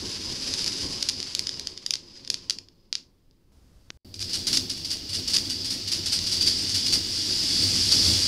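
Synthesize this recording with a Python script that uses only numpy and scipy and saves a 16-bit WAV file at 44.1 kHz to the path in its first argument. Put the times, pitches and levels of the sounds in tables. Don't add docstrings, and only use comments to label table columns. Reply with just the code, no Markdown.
import sys
import numpy as np
from scipy import signal
from scipy.fft import rfft, irfft
from scipy.io import wavfile
from scipy.ndimage import uniform_filter1d, minimum_filter1d

SR = 44100
rng = np.random.default_rng(int(sys.argv[2]) if len(sys.argv) > 2 else 0)


def transcribe(u):
    v = np.clip(np.atleast_2d(u).T, -1, 1)
    q = np.round(v * 32767).astype(np.int16)
    wavfile.write(sys.argv[1], SR, q)


N = 364707
TIME = np.arange(N) / SR

# time in seconds, relative level in dB.
FOOT_RATTLE_LEVEL = [(0.0, -33.5), (0.21, -35.5), (0.64, -31), (1.03, -36), (1.17, -37), (1.41, -39),
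                     (1.64, -44), (2.01, -50.5), (2.43, -49.5), (2.49, -53.5), (2.64, -64.5), (2.74, -70.5),
                     (3.4, -82), (3.95, -74)]
TOP_RATTLE_LEVEL = [(4.05, -56.5), (4.14, -55.5), (4.31, -34.5), (4.39, -35.5), (4.98, -39), (5.26, -34.5),
                    (5.94, -33.5), (6.29, -29), (6.88, -28), (6.99, -31), (7.16, -28), (7.56, -24.5),
                    (8.07, -22), (8.27, -23.5)]
# time in seconds, level in dB.
FOOT_RUMBLE_LEVEL = [(.45, -42.5), (.62, -41), (.93, -40.5), (1.1, -49), (1.55, -47), (1.9, -55.5),
                     (2.5, -56.5), (3.05, -72.5)]
SWAY_LEVEL = [(4.05, -50.5), (7.55, -44.5), (7.65, -35.5), (7.85, -39.5), (8.08, -30), (8.27, -41)]
# frequency in Hz, relative spectral density in dB.
FOOT_RATTLE_SPECTRUM = [(600, -26), (1400, -22), (2200, -18), (4100, -10), (5020, -3), (5350, -8),
                        (5850, -8), (6400, -13), (9100, -25), (10100, -21.5), (13000, -38.5),
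                        (15500, -58.5)]
FOOT_RUMBLE_SPECTRUM = [(25, -8), (90, 1), (160, -3), (390, -2.5), (490, -11), (680, -19), (1050, -15.5),
                        (1800, -41)]
QUIET_NOISE_SPECTRUM = [(25, -1.5), (75, -7.5), (130, -10), (350, -17), (650, -32.5), (1500, -37),
                        (5000, -38.5), (8000, -43.5), (15500, -44)]
CLACK_SPECTRUM = [(200, -25.5), (900, -26), (3100, -7), (4100, -1), (4850, 6.5), (5400, 2), (6700, -4.5),
                  (8000, -14), (10000, -11.5), (12200, -17), (13500, -45.5)]
LOUDER_NOISE_SPECTRUM = [(25, -3), (60, 4), (300, -16), (650, -24.5), (2300, -34), (5500, -31), (7200, -35),
                         (15500, -43)]
HOUSING_SPECTRUM = [(40, -1), (110, 9), (300, 5), (800, -6), (1700, 3), (4000, 4), (6600, 1), (7700, -26),
                    (15000, -42)]
TOP_RATTLE_SPECTRUM = [(600, -30), (1200, -25.5), (2500, -17), (3900, -9), (4550, -2), (5050, -1.5),
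                       (6400, -13), (9300, -24), (9900, -20), (13000, -35.5), (15500, -47)]
TOP_RUMBLE_SPECTRUM = [(25, -6), (80, -1), (320, -0.5), (480, -10.5), (1400, -29)]
# frequency in Hz, bandwidth in Hz, relative gain in dB.
FOOT_RAIL_MODES = [(2960, 50, -6.5), (4554, 100, -1), (5010, 160, -1.5), (8560, 120, 0.5)]
TOP_RAIL_MODES = [(2870, 17, 3), (3000, 40, -4), (3410, 77, -4), (4530, 32, 0), (4690, 72, -0.5),
                  (4872, 25, -8.5), (5010, 56, -2.5), (5600, 52, -1.5), (8490, 190, 0)]
WIRE_FRAME_MODES = [(259, 14, -1), (316.3, 7.2, -7)]
# start in seconds, relative peak in dB, contact hardness as a
# cutoff in Hz, time to the next contact in seconds (0 for a lone click).
COLLISIONS = [(0.5383, -10, 8900, .0005), (0.6435, -11, 10600, .0004), (0.6627, -12, 8800, 0),
              (0.679, -10, 7700, 0), (1.0262, -6, 9500, .0014), (1.0877, -6, 10000, .0012),
              (1.0924, -6.5, 10100, 0), (1.0974, -7, 8140, 0), (1.2026, -13.5, 6620, 0),
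              (1.2287, -13, 6260, 0), (1.3502, -7, 10700, .00027), (1.3932, -5.5, 10600, .0004),
              (1.47, -11.5, 7500, .0006), (1.4922, -11, 6000, .0006), (1.596, -15, 9800, .0005),
              (1.6715, -11.5, 7500, .00062), (1.776, -20, 6100, .0006), (1.863, -9.5, 8560, .0006),
              (1.9074, -6, 9500, .00035), (1.9376, -8, 6100, 0), (1.9395, -9, 6500, 0),
              (1.9553, -12, 6900, 0), (2.249, -25, 5200, 0), (2.2759, -19, 6800, .0006),
              (2.3011, -4, 10000, .0012), (2.343, -8, 6750, 0), (2.4977, -5, 9800, .00066),
              (2.5072, -6.5, 6470, 0), (2.5862, -18.5, 6570, .0004), (2.6857, -36, 5000, .0006),
              (2.9278, -6.5, 5500, 0), (2.9535, -7.5, 6000, 0), (3.311, -47, 5000, 0),
              (4.142, -22, 9100, .0008), (4.193, -20, 10000, .0012), (4.226, -14, 6600, .0012),
              (4.469, -10, 10000, .0015), (4.5718, 0, 10000, .0008), (4.5745, -3, 10000, .0006),
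              (5.3645, -7, 8300, .0008), (5.368, -3, 8300, .0006), (5.385, -12, 8000, .0006),
              (6.189, -12, 7000, .001)]
# start in seconds, peak in dB.
HOUSING_BLOWS = [(3.904, -16), (3.906, -34), (3.9067, -32.5)]
# start in seconds,
# glance level in dB, crossing time in seconds, chatter level in dB.
BEND_PASSES = [(4.141, -40.5, 0.06, -29), (4.293, -35.5, 0.037, -23.5), (4.47, -23, 0.055, -20),
               (4.696, -28, 0.072, -35.5), (4.847, -29.5, 0.055, -25), (5.09, -32, 0.039, -24),
               (5.276, -23.5, 0.056, -20.5), (5.447, -36, 0.047, -26.5), (5.645, -28.5, 0.055, -24.5),
               (5.875, -30, 0.041, -23.5), (6.059, -25, 0.06, -21.5), (6.265, -27.5, .048, -23),
               (6.41, -25, 0.05, -21), (6.586, -34, .03, -38), (6.688, -27.5, 0.053, -22.5),
               (6.862, -24, 0.059, -21), (7.916, -20, 0.13, -23.5)]

CONTACT_SHARES = (0.52, 0.79, 0.41)
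GAP_START_S, GAP_END_S = 3.973, 4.047
USUAL_RATTLE_DB, USUAL_SWERVE_DB = -31, -23.5


def from_db(db):
    return 10 ** (np.asarray(db) / 20)


def unit_rms(x):
    return x / np.sqrt(np.mean(x ** 2) + 1e-20)


def envelope(rows):
    times, db = np.transpose(rows)
    return from_db(np.interp(TIME, times, db))


def drift(per_s):
    knots = rng.standard_normal(N // 20)
    return np.interp(TIME * per_s, np.arange(len(knots)), knots) * np.sqrt(3 / 2)


def delayed(x, seconds):
    return np.pad(x, (round(seconds * SR), 0))[:len(x)]


def impulse_response(spectrum, size=4096):
    hz, db = np.transpose(spectrum)
    grid_hz = np.maximum(np.fft.rfftfreq(size, 1 / SR), 1)
    magnitude = from_db(np.interp(np.log(grid_hz), np.log(hz), db))
    cepstrum = irfft(np.log(magnitude))
    cepstrum[1:size // 2] *= 2
    cepstrum[size // 2 + 1:] = 0
    return irfft(np.exp(rfft(cepstrum)))


def colour(x, spectrum):
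    return unit_rms(signal.fftconvolve(x, impulse_response(spectrum))[:N])


def resonance(x, hz, width_hz):
    radius = np.exp(-np.pi * width_hz / SR)
    feedback = [1, -2 * radius * np.cos(2 * np.pi * hz / SR), radius ** 2]
    return signal.lfilter(np.array([1, 0, -1]) * (1 - radius ** 2) / 2, feedback, x)


def ringing(force, modes, swing_db=4, swings_per_s=7):
    return sum(from_db(db + swing_db * drift(swings_per_s)) * resonance(force, hz, width_hz)
               for hz, width_hz, db in modes)


def rolling(level, spectrum, modes, bumps_per_s, spread_db, wobble_db, hiss, tilt_db_per_octave=0):
    sizes = from_db(spread_db * np.minimum(rng.exponential(1, N), 4)) * rng.choice([-1, 1], N)
    bumps = rng.random(N) < bumps_per_s / SR
    ticks = unit_rms(sizes * bumps) + hiss * rng.standard_normal(N)
    ticks *= from_db(wobble_db * drift(per_s=70))
    tilted = [(hz, db + tilt_db_per_octave * np.clip(np.log2(hz / 5000), 0, 2)) for hz, db in spectrum]
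    return level * colour(ticks + ringing(ticks, modes), tilted)


def follow(rattle, slope):
    return (rattle / from_db(USUAL_RATTLE_DB)) ** slope


def brighten(x, rattle, treble_hz=6400):
    lows = signal.sosfiltfilt(signal.butter(2, treble_hz, fs=SR, output="sos"), x)
    return lows + (x - lows) * follow(rattle, slope=0.48)


def rumble(level, spectrum, wobble_db=1.5):
    force = rng.standard_normal(N) * from_db(wobble_db * drift(per_s=25))
    return level * colour(force + ringing(force, WIRE_FRAME_MODES), spectrum)


def wavering_tone(hz, width_hz):
    once = resonance(rng.standard_normal(N), hz, width_hz)
    return unit_rms(resonance(once, hz, width_hz))


def strut(rattle):
    return from_db(-59.5) * follow(rattle, slope=0.54) * wavering_tone(hz=554, width_hz=27)


def room(x, t60_s, wet_db, build_up_s):
    t = TIME[:SR // 2]
    tail = rng.standard_normal(len(t)) * from_db(-60 * t / t60_s) * (1 - np.exp(-t / build_up_s))
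    return x + from_db(wet_db) * signal.fftconvolve(x, tail / np.linalg.norm(tail))[:N]


def background(quiet_db, louder_db, step_s):
    white = rng.standard_normal(N)
    quiet = from_db(quiet_db) * colour(white, QUIET_NOISE_SPECTRUM)
    louder = from_db(louder_db) * colour(white, LOUDER_NOISE_SPECTRUM)
    return np.where(TIME < step_s, quiet, louder)


def clacks(board_echo_s, board_echo_db, third_contact_s=0.000995, size=1024):
    out = np.zeros(N + size)
    body = impulse_response(CLACK_SPECTRUM)[:size]
    for (start_s, db, hardness_hz, next_s), chance in zip(COLLISIONS, rng.random(len(COLLISIONS))):
        knock = signal.sosfilt(signal.butter(2, hardness_hz, fs=SR, output="sos"), body)
        if next_s > 0:
            lags = 0, next_s, next_s + third_contact_s * (0.5 + chance)
            knock = sum(share * delayed(knock, lag) for share, lag in zip(CONTACT_SHARES, lags))
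        knock = knock + from_db(board_echo_db) * delayed(knock, board_echo_s)
        start = int(start_s * SR)
        out[start:start + size] += from_db(db) * knock / np.abs(knock).max()
    return out[:N]


def jolt(force, gain_db=-16.5, decay_s=0.11):
    retained = np.exp(-2 / (decay_s * SR))
    energy = signal.lfilter([1 - retained], [1, -retained], force ** 2 + 1e-18)
    return from_db(gain_db) * np.sqrt(energy)


def wall_echo(x):
    return from_db(-22.5) * delayed(x, seconds=0.0086)


def housing_knock():
    blows = np.zeros(N)
    for start_s, db in HOUSING_BLOWS:
        blows[int(start_s * SR)] = from_db(db)
    body = impulse_response(HOUSING_SPECTRUM)
    return signal.fftconvolve(blows, body / np.abs(body).max())[:N]


def swerve_envelope(settle_s, strike_s, db_per_doubling=11):
    power = np.zeros(N)
    for start_s, glance_db, crossing_s, chatter_db in BEND_PASSES:
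        glance = start_s, glance_db, 0.025, 0.0018, 0.6
        lean = start_s + crossing_s, chatter_db, 0.032, 0.0041, 0.4
        for at_s, db, usual_cling_s, rise_s, strike_share in glance, lean:
            start = int(at_s * SR)
            t = TIME[:min(SR // 3, N - start)]
            cling_s = usual_cling_s * 2 ** ((db - USUAL_SWERVE_DB) / db_per_doubling)
            chatter = (1 - np.exp(-t / rise_s)) * np.exp(-np.maximum(t - cling_s / 2, 0) / settle_s)
            blow = strike_share * settle_s / (settle_s + cling_s) * np.exp(-t / strike_s)
            power[start:start + len(t)] += (from_db(db) * (chatter + blow)) ** 2
    return np.sqrt(power)


def pings(above_glance_db):
    blows = np.zeros(N)
    for start_s, glance_db, _, _ in BEND_PASSES:
        blows[int(start_s * SR)] = from_db(glance_db + above_glance_db)
    tick = impulse_response(TOP_RATTLE_SPECTRUM)
    ring = sum(from_db(db) * resonance(tick, hz, width_hz) for hz, width_hz, db in TOP_RAIL_MODES)
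    return signal.fftconvolve(blows, ring / np.abs(ring).max())[:N]


def sway(level):
    return level * wavering_tone(hz=93.2, width_hz=30)


def scene():
    knocks = from_db(0.5) * clacks(board_echo_s=0.0025, board_echo_db=-17.5)
    rattle = envelope(FOOT_RATTLE_LEVEL)
    shake = np.hypot(envelope(FOOT_RUMBLE_LEVEL), from_db(-10.5) * jolt(knocks))
    run_out = from_db(1.0) * rolling(rattle, FOOT_RATTLE_SPECTRUM, FOOT_RAIL_MODES, bumps_per_s=1800,
                                     spread_db=-0.5, wobble_db=1.55, hiss=0.8)
    foot = brighten(run_out, rattle) + rumble(shake, FOOT_RUMBLE_SPECTRUM) + strut(rattle)

    rattle = envelope(TOP_RATTLE_LEVEL)
    swaying = envelope(SWAY_LEVEL)
    swerving = swerve_envelope(settle_s=0.034, strike_s=0.0048)
    rolling_shake = from_db(-43.5) * follow(rattle, slope=0.54)
    shake = np.sqrt(rolling_shake ** 2 + jolt(swerving) ** 2 + (from_db(-4) * swaying) ** 2)
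    straights = from_db(-0.5) * rolling(rattle, TOP_RATTLE_SPECTRUM, TOP_RAIL_MODES, bumps_per_s=3000,
                                        spread_db=0.5, wobble_db=-0.02, hiss=0.67,
                                        tilt_db_per_octave=-1.5)
    bends = rolling(swerving, TOP_RATTLE_SPECTRUM, TOP_RAIL_MODES, bumps_per_s=1400,
                    spread_db=1.0, wobble_db=1.0, hiss=0.43, tilt_db_per_octave=3.5)
    top = brighten(straights, rattle) + bends + pings(above_glance_db=4.5)
    top += rumble(shake, TOP_RUMBLE_SPECTRUM) + sway(swaying)

    track = room(np.where(TIME > GAP_START_S, top, foot), t60_s=0.27, wet_db=-11.0, build_up_s=0.0069)
    knocks = room(knocks, t60_s=0.21, wet_db=-12.0, build_up_s=0.0057) + wall_echo(knocks)
    mono = track + knocks + housing_knock() + background(quiet_db=-61.5, louder_db=-55, step_s=3.52)
    return np.array([mono, mono])


def limit(x, ceiling_db, window=88):
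    peak = -minimum_filter1d(-np.abs(x), window)
    gain = np.minimum(1, from_db(ceiling_db) / (peak + 1e-9))
    return x * uniform_filter1d(gain, window)


def record(dry, cutoff_hz=15600):
    outside_gap = (TIME < GAP_START_S) | (TIME > GAP_END_S)
    gate = np.maximum(uniform_filter1d(1.0 * outside_gap, size=64), from_db(-48.5))
    lowpass = signal.ellip(12, 0.1, 80, cutoff_hz, fs=SR, output="sos")
    return signal.sosfilt(lowpass, limit(dry, ceiling_db=-4.5) * gate)


dry = scene()
out = record(dry)
transcribe(out)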